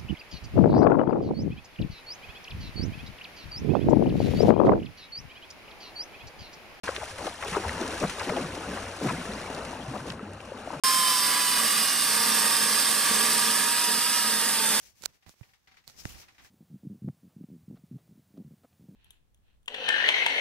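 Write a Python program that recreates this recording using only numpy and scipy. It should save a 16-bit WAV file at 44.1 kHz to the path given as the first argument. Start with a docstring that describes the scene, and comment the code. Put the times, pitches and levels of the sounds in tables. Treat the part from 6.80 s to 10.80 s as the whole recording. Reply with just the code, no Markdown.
"""The shore of a calm lake, a small two-port microphone a few metres from a horse wading in.
Each leg drags air under, which breaks into clouds of bubbles, now and then one big gulp; thrown water
slaps back. Between the strides the water churns, sloshes and patters over a deep rumble,
softer as the horse gets deeper and farther away."""
import sys
import numpy as np
from scipy import signal
from scipy.fft import rfft, irfft
from scipy.io import wavfile

SR = 44100
rng = np.random.default_rng(int(sys.argv[2]) if len(sys.argv) > 2 else 0)


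def persist_wave(psi):
    """Save psi, clipped to +-1, as 16-bit WAV."""
    counts = np.round(np.clip(psi, -1, 1) * 32767).astype(np.int16)
    wavfile.write(sys.argv[1], SR, np.atleast_2d(counts).T)


N = 176400
TIME, HZ = np.arange(N) / SR, np.fft.rfftfreq(N, 1 / SR)
# water falling back, as spray and as drips: time_s, level_db (before each one's trim)
FALLING_WATER = [(.05, -41.5), (.35, -46), (.47, -42), (.58, -45.5), (.72, -40.5), (1.2, -40.5), (1.8, -44),
                 (1.98, -42.5), (2.16, -46), (2.28, -40.5), (2.85, -46.5), (3.23, -51.5), (3.31, -47),
                 (3.38, -58.5), (3.72, -53.5), (4.0, -49.5)]


def amp(db):
    """Decibels to gain."""
    return 10 ** (np.asarray(db) / 20)


def unit(x):
    """Scales to an rms of 1."""
    return x / np.sqrt(np.mean(x ** 2) + 1e-20)


def curve(points):
    """Joins a table's points along a log-frequency axis."""
    hz, value = np.transpose(points)
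    return np.interp(np.log(HZ + 1), np.log(hz), value)


def shaped(texture, colour, level, trim_db=0):
    """Gives a steady texture its colour and its level over time."""
    coloured = unit(irfft(rfft(texture) * amp(curve(colour)), N))
    return coloured * amp(np.interp(TIME, *np.transpose(level)) + trim_db)


def add(mix, start_s, sound):
    """Mixes a sound in at a time."""
    part = mix[:, max(round(start_s * SR), 0):][:, :sound.shape[1]]
    part += sound[:, :part.shape[1]]


def bubble(hz, cycles, rise=0.0067):
    """Trapped air rings: a soft start, a climbing pitch, a decay to 1/e after `cycles` periods."""
    turns = np.arange(int(6 * cycles * SR / hz) + 2) * hz / SR
    tone = np.sin(2 * np.pi * turns * (1 + rise * turns))
    return tone * (1 - np.exp(-turns ** 2 * 2)) * np.exp(-turns / cycles)


def bubbling(low_hz, high_hz, cycles, size_db, count):
    """A steady stream of bubbles, each with its own pitch, strength, direction and ring time."""
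    out = np.zeros((2, N))
    for k, (when, pitch, size, side, ring) in enumerate(rng.random((count, 5))):
        hz = low_hz + (high_hz - low_hz) * pitch ** 2
        gain = amp(size_db * min(-np.log(1 - size), 3))
        gain *= hz ** 0.46  # small bubbles make up for their short ring
        ring_cycles = cycles * 2 ** (0.92 * (2 * ring - 1))
        sound = gain * bubble(hz, ring_cycles, rise=0.0193 / cycles)
        add(out, (k + when) / count * N / SR, np.outer([1, np.sqrt(3) * (2 * side - 1)], sound))
    return out


def spray(drops_per_s=2500, drop_decay_s=0.0021, flurries_per_s=41, flurry_decay_s=0.014):
    """Drops of many sizes patter back over a fine mist, in flurries as handfuls land together."""
    # tone of the spray: frequency_hz, gain_db
    colour = [(400, 1), (1500, 5), (2800, 2.5), (3300, 0), (4700, -2.5), (5700, -1.5), (7500, -5.5),
              (10500, -4.5), (12500, -13.5)]
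    hits = amp(5.5 * np.minimum(rng.exponential(1, N), 4.6)) * (rng.random(N) < drops_per_s / SR)
    kinds = rng.integers(0, 8, N)
    sides = np.array([np.ones(N), rng.standard_normal(N)])
    ticks = rng.standard_normal((8, 400)) * np.exp(-np.arange(400) / SR / drop_decay_s)
    drops = sum(signal.oaconvolve(sides * hits * (kinds == k), tick[None], axes=1)[:, :N]
                for k, tick in enumerate(ticks))
    landings = np.minimum(rng.exponential(1, N), 2) * (rng.random(N) < flurries_per_s / SR)
    flurry = signal.lfilter([1], [1, -np.exp(-1 / SR / flurry_decay_s)], landings)
    mist = amp(4) * rng.standard_normal((2, N))
    return shaped((unit(drops) + mist) * (1 + 0.4 * flurry), colour, FALLING_WATER, trim_db=2)


def rumble():
    """The moving water rumbles deep under everything."""
    # swell of the rumble: time_s, level_db
    level = [(.05, -51), (1.6, -48), (3.3, -49.5), (4.0, -56)]
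    # its tone: frequency_hz, gain_db
    colour = [(25, -41), (45, -21), (60, 13), (80, 3.5), (98, 12), (120, -4), (200, -33.5)]
    return shaped(rng.standard_normal((2, N)), colour, level)


def churn():
    """Large bubbles ring low in the stirred water."""
    # surges of the churn: time_s, level_db (before the trim)
    level = [(.05, -42.5), (.15, -59.5), (.35, -69), (.45, -36.5), (.6, -76), (.75, -43), (1.05, -39.5),
             (1.38, -51), (1.6, -36), (1.8, -44), (2.15, -49.5), (2.38, -43), (2.8, -40), (3.02, -43.5),
             (3.33, -38.5), (3.42, -44.5), (3.75, -48), (4.0, -40)]
    # its tone: frequency_hz, gain_db
    colour = [(70, -39), (130, -12), (175, -1), (250, 1.5), (400, -4), (700, -59)]
    return shaped(bubbling(113.9, 455.3, cycles=3.55, size_db=4, count=600), colour, level, trim_db=-1.5)


def slosh():
    """Thousands of smaller, short-lived bubbles merge into a midrange wash."""
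    # surges of the wash: time_s, level_db (before the trim)
    level = [(.06, -43.5), (.33, -47), (.58, -49), (.8, -39), (1.1, -35), (1.3, -45.5), (1.5, -33.5),
             (1.72, -38.5), (1.98, -38), (2.16, -40.5), (2.32, -41), (2.78, -36.5), (3.03, -40.5),
             (3.25, -42), (3.58, -44.5), (3.95, -40.5)]
    # its tone: frequency_hz, gain_db
    colour = [(150, -31), (280, -15), (450, 1), (1100, -1.5), (1500, -3.5), (2200, -12.5), (2800, -6),
              (3300, -17.5), (6000, -10)]
    return shaped(bubbling(246.4, 4405, cycles=2.96, size_db=0, count=8500), colour, level, trim_db=-1.5)


def drips():
    """Single drips fall with the spray and ring on."""
    # tone of the drips: frequency_hz, gain_db
    colour = [(400, -6.5), (1400, -4.5), (6000, -13)]
    rings = bubbling(479.5, 6146, cycles=9.96, size_db=0.5, count=380)
    return shaped(rings, colour, FALLING_WATER, trim_db=-3)


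def plunges(count=40, spread_octaves=0.612, puff_db=-6):
    """Legs tear off bubble clouds whose pitch drifts as the cavity closes, each with a puff of spray."""
    # bubble clouds: start_s, length_s, level_db, first_pitch_hz, last_pitch_hz
    clouds = [(.074, 0.019, -33.5, 1470, 1230), (.208, .03, -38, 1270, 738), (.385, 0.08, -39, 840, 425),
              (.465, 0.017, -30, 860, 694), (.624, 0.017, -32, 1480, 1120), (.647, .015, -34, 805, 610),
              (.725, 0.031, -35, 1590, 1230), (.757, .016, -26, 1034, 860), (.772, .025, -35, 515, 543),
              (.833, 0.017, -35, 1160, 1170), (.999, 0.023, -30.5, 670, 394),
              (1.207, 0.034, -26.5, 420, 261), (1.226, 0.031, -28.5, 990, 717),
              (1.396, 0.025, -33, 1630, 920), (1.467, 0.035, -32, 447, 196),
              (1.491, .013, -26.5, 1400, 700), (1.561, .026, -27, 613, 403), (1.591, 0.052, -35, 266, 207),
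              (1.87, .09, -37.5, 253, 382), (1.957, 0.034, -36.5, 716, 1010), (2.24, 0.043, -34, 514, 1100),
              (2.209, .066, -28, 417, 169), (2.284, .03, -30, 1650, 1005), (2.302, 0.038, -33, 232, 239),
              (3.135, 0.038, -35, 818, 552), (3.252, .06, -39.5, 253, 146), (3.925, 0.037, -36.5, 903, 690)]
    out = np.zeros((2, N))
    for start_s, length_s, level_db, first_hz, last_hz in clouds:
        t = np.arange(int((length_s + .08) * SR)) / SR
        cloud = np.zeros((2, len(t)))
        births = (np.arange(count) + rng.random(count)) / count
        for progress, (pitch, side) in zip(births, rng.standard_normal((count, 2))):
            centre_hz = first_hz * (last_hz / first_hz) ** progress
            hz = min(centre_hz * 2 ** (spread_octaves * max(pitch, -1.1)), SR / 4)
            add(cloud, progress * length_s * .85, np.outer([1, side], bubble(hz, cycles=3.8)))
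        cloud *= np.sqrt(length_s * SR / np.sum(cloud[0] ** 2))
        hiss = signal.lfilter([.5], [1, -.6], rng.standard_normal((2, SR // 4)))[:, :len(t)]
        swell = np.minimum(t / (0.41 * length_s), 1) * np.exp(-(t / length_s) ** 2)
        add(out, start_s, amp(level_db) * (cloud + amp(puff_db) * hiss * swell))
    return out


def gulps():
    """Single large air pockets each give one quickly damped note."""
    # air pockets: start_s, pitch_hz, level_db
    pockets = [(.089, 510, -14.5), (0.08, 1520, -14.5), (.092, 1320, -16.5), (.178, 397, -26.5),
               (.231, 700, -23.5), (0.682, 430, -25), (0.719, 168, -25), (.75, 1170, -16.5),
               (.767, 395, -12.5), (.851, 910, -17.5), (.854, 77, -24), (1.231, 150, -17.5),
               (1.236, 700, -18), (1.521, 435, -16), (2.257, 283, -23.5), (2.379, 232, -24.5),
               (2.489, 197, -25), (3.078, 125, -24), (3.394, 1220, -24.5), (3.427, 211, -25),
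               (3.604, 2610, -27.5), (3.719, 530, -22), (3.874, 660, -20.5), (3.904, 920, -20.5)]
    out = np.zeros((2, N))
    for start_s, pitch_hz, level_db in pockets:
        add(out, start_s, np.outer([1, 1], amp(level_db) * bubble(pitch_hz, cycles=2.24)))
    return out


def slaps(decay_s=0.003, width_octaves=0.61, samples=2048):
    """Thrown water and big drops land flat: sharp cracks of water on water."""
    # landings: start_s, level_db, centre_hz
    landings = [(.163, -25, 2230), (0.255, -38, 5500), (.468, -31, 3030), (.5394, -40, 8000),
                (0.647, -38.5, 7000), (0.713, -34.5, 5530), (0.8933, -24, 1780), (1.012, -33.5, 4940),
                (1.0782, -32, 5500), (1.1664, -42, 7500), (1.201, -31.5, 5500), (1.396, -30, 4570),
                (1.493, -29, 1390), (1.565, -30, 2430), (2.748, -37, 5400), (3.302, -30, 2680),
                (3.534, -44.5, 7000)]
    out = np.zeros((2, N))
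    for start_s, level_db, centre_hz in landings:
        octaves = np.log2((np.fft.rfftfreq(samples, 1 / SR) + 1) / centre_hz)
        band = np.exp(-.5 * (octaves / width_octaves) ** 2)
        crack = irfft(rfft(rng.standard_normal((2, samples))) * band)
        crack *= np.exp(-np.arange(samples) / SR / decay_s)
        crack *= np.sqrt(decay_s * SR / 2 / np.sum(crack[0] ** 2))
        add(out, start_s, amp(level_db) * crack)
    return out


def ports(water):
    """The microphone's two ports differ in phase and level, and agree less on sound from the sides."""
    # left port ahead of the right: frequency_hz, phase_rad
    lead = [(100, 0.05), (950, 0.26), (1150, -.6), (2000, 0.1), (3100, 1.45), (4100, 1.3), (4750, 2.17),
            (5250, 6.2), (6700, 7.4), (10000, 8.3), (12000, 9.39)]
    # left port over the right: frequency_hz, gain_db
    balance = [(80, 0), (350, 0.9), (700, 6.5), (1080, 9.5), (1300, 4), (1900, 0.5), (2800, -1),
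               (4000, 4.5), (4900, 0)]
    # agreement of the ports: frequency_hz, likeness (0 to 1)
    likeness = [(300, 1), (1800, 1), (2900, 0.43), (3900, 0.53), (5400, 0.98), (8000, 0.8), (11000, 0.67),
                (12500, 1)]
    alike, left_gain = np.clip(curve(likeness), 0, 1), amp(curve(balance))
    centre, spread = rfft(water)
    centre *= np.sqrt((1 + alike) / 2)
    spread *= np.sqrt((1 - alike) / 2)
    left = (centre + spread) * left_gain
    right = (centre - spread) * np.exp(-1j * curve(lead))
    return irfft(np.array([left, right]) * np.sqrt(2 / (1 + left_gain ** 2)), N)


def scene():
    """All the water at the microphone. Each source has two rows: on axis, and spread to the sides."""
    return ports(spray() + rumble() + churn() + slosh() + drips() + plunges() + gulps() + slaps())


def record(dry):
    """The microphone opens a moment in and loses the highest treble."""
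    open_s, edge_hz = .034, 15750
    lowpass = signal.firwin(511, edge_hz, window=("kaiser", 9), fs=SR)
    return signal.oaconvolve(dry * (TIME > open_s), lowpass[None], "same")


dry = scene()
out = record(dry)
persist_wave(out)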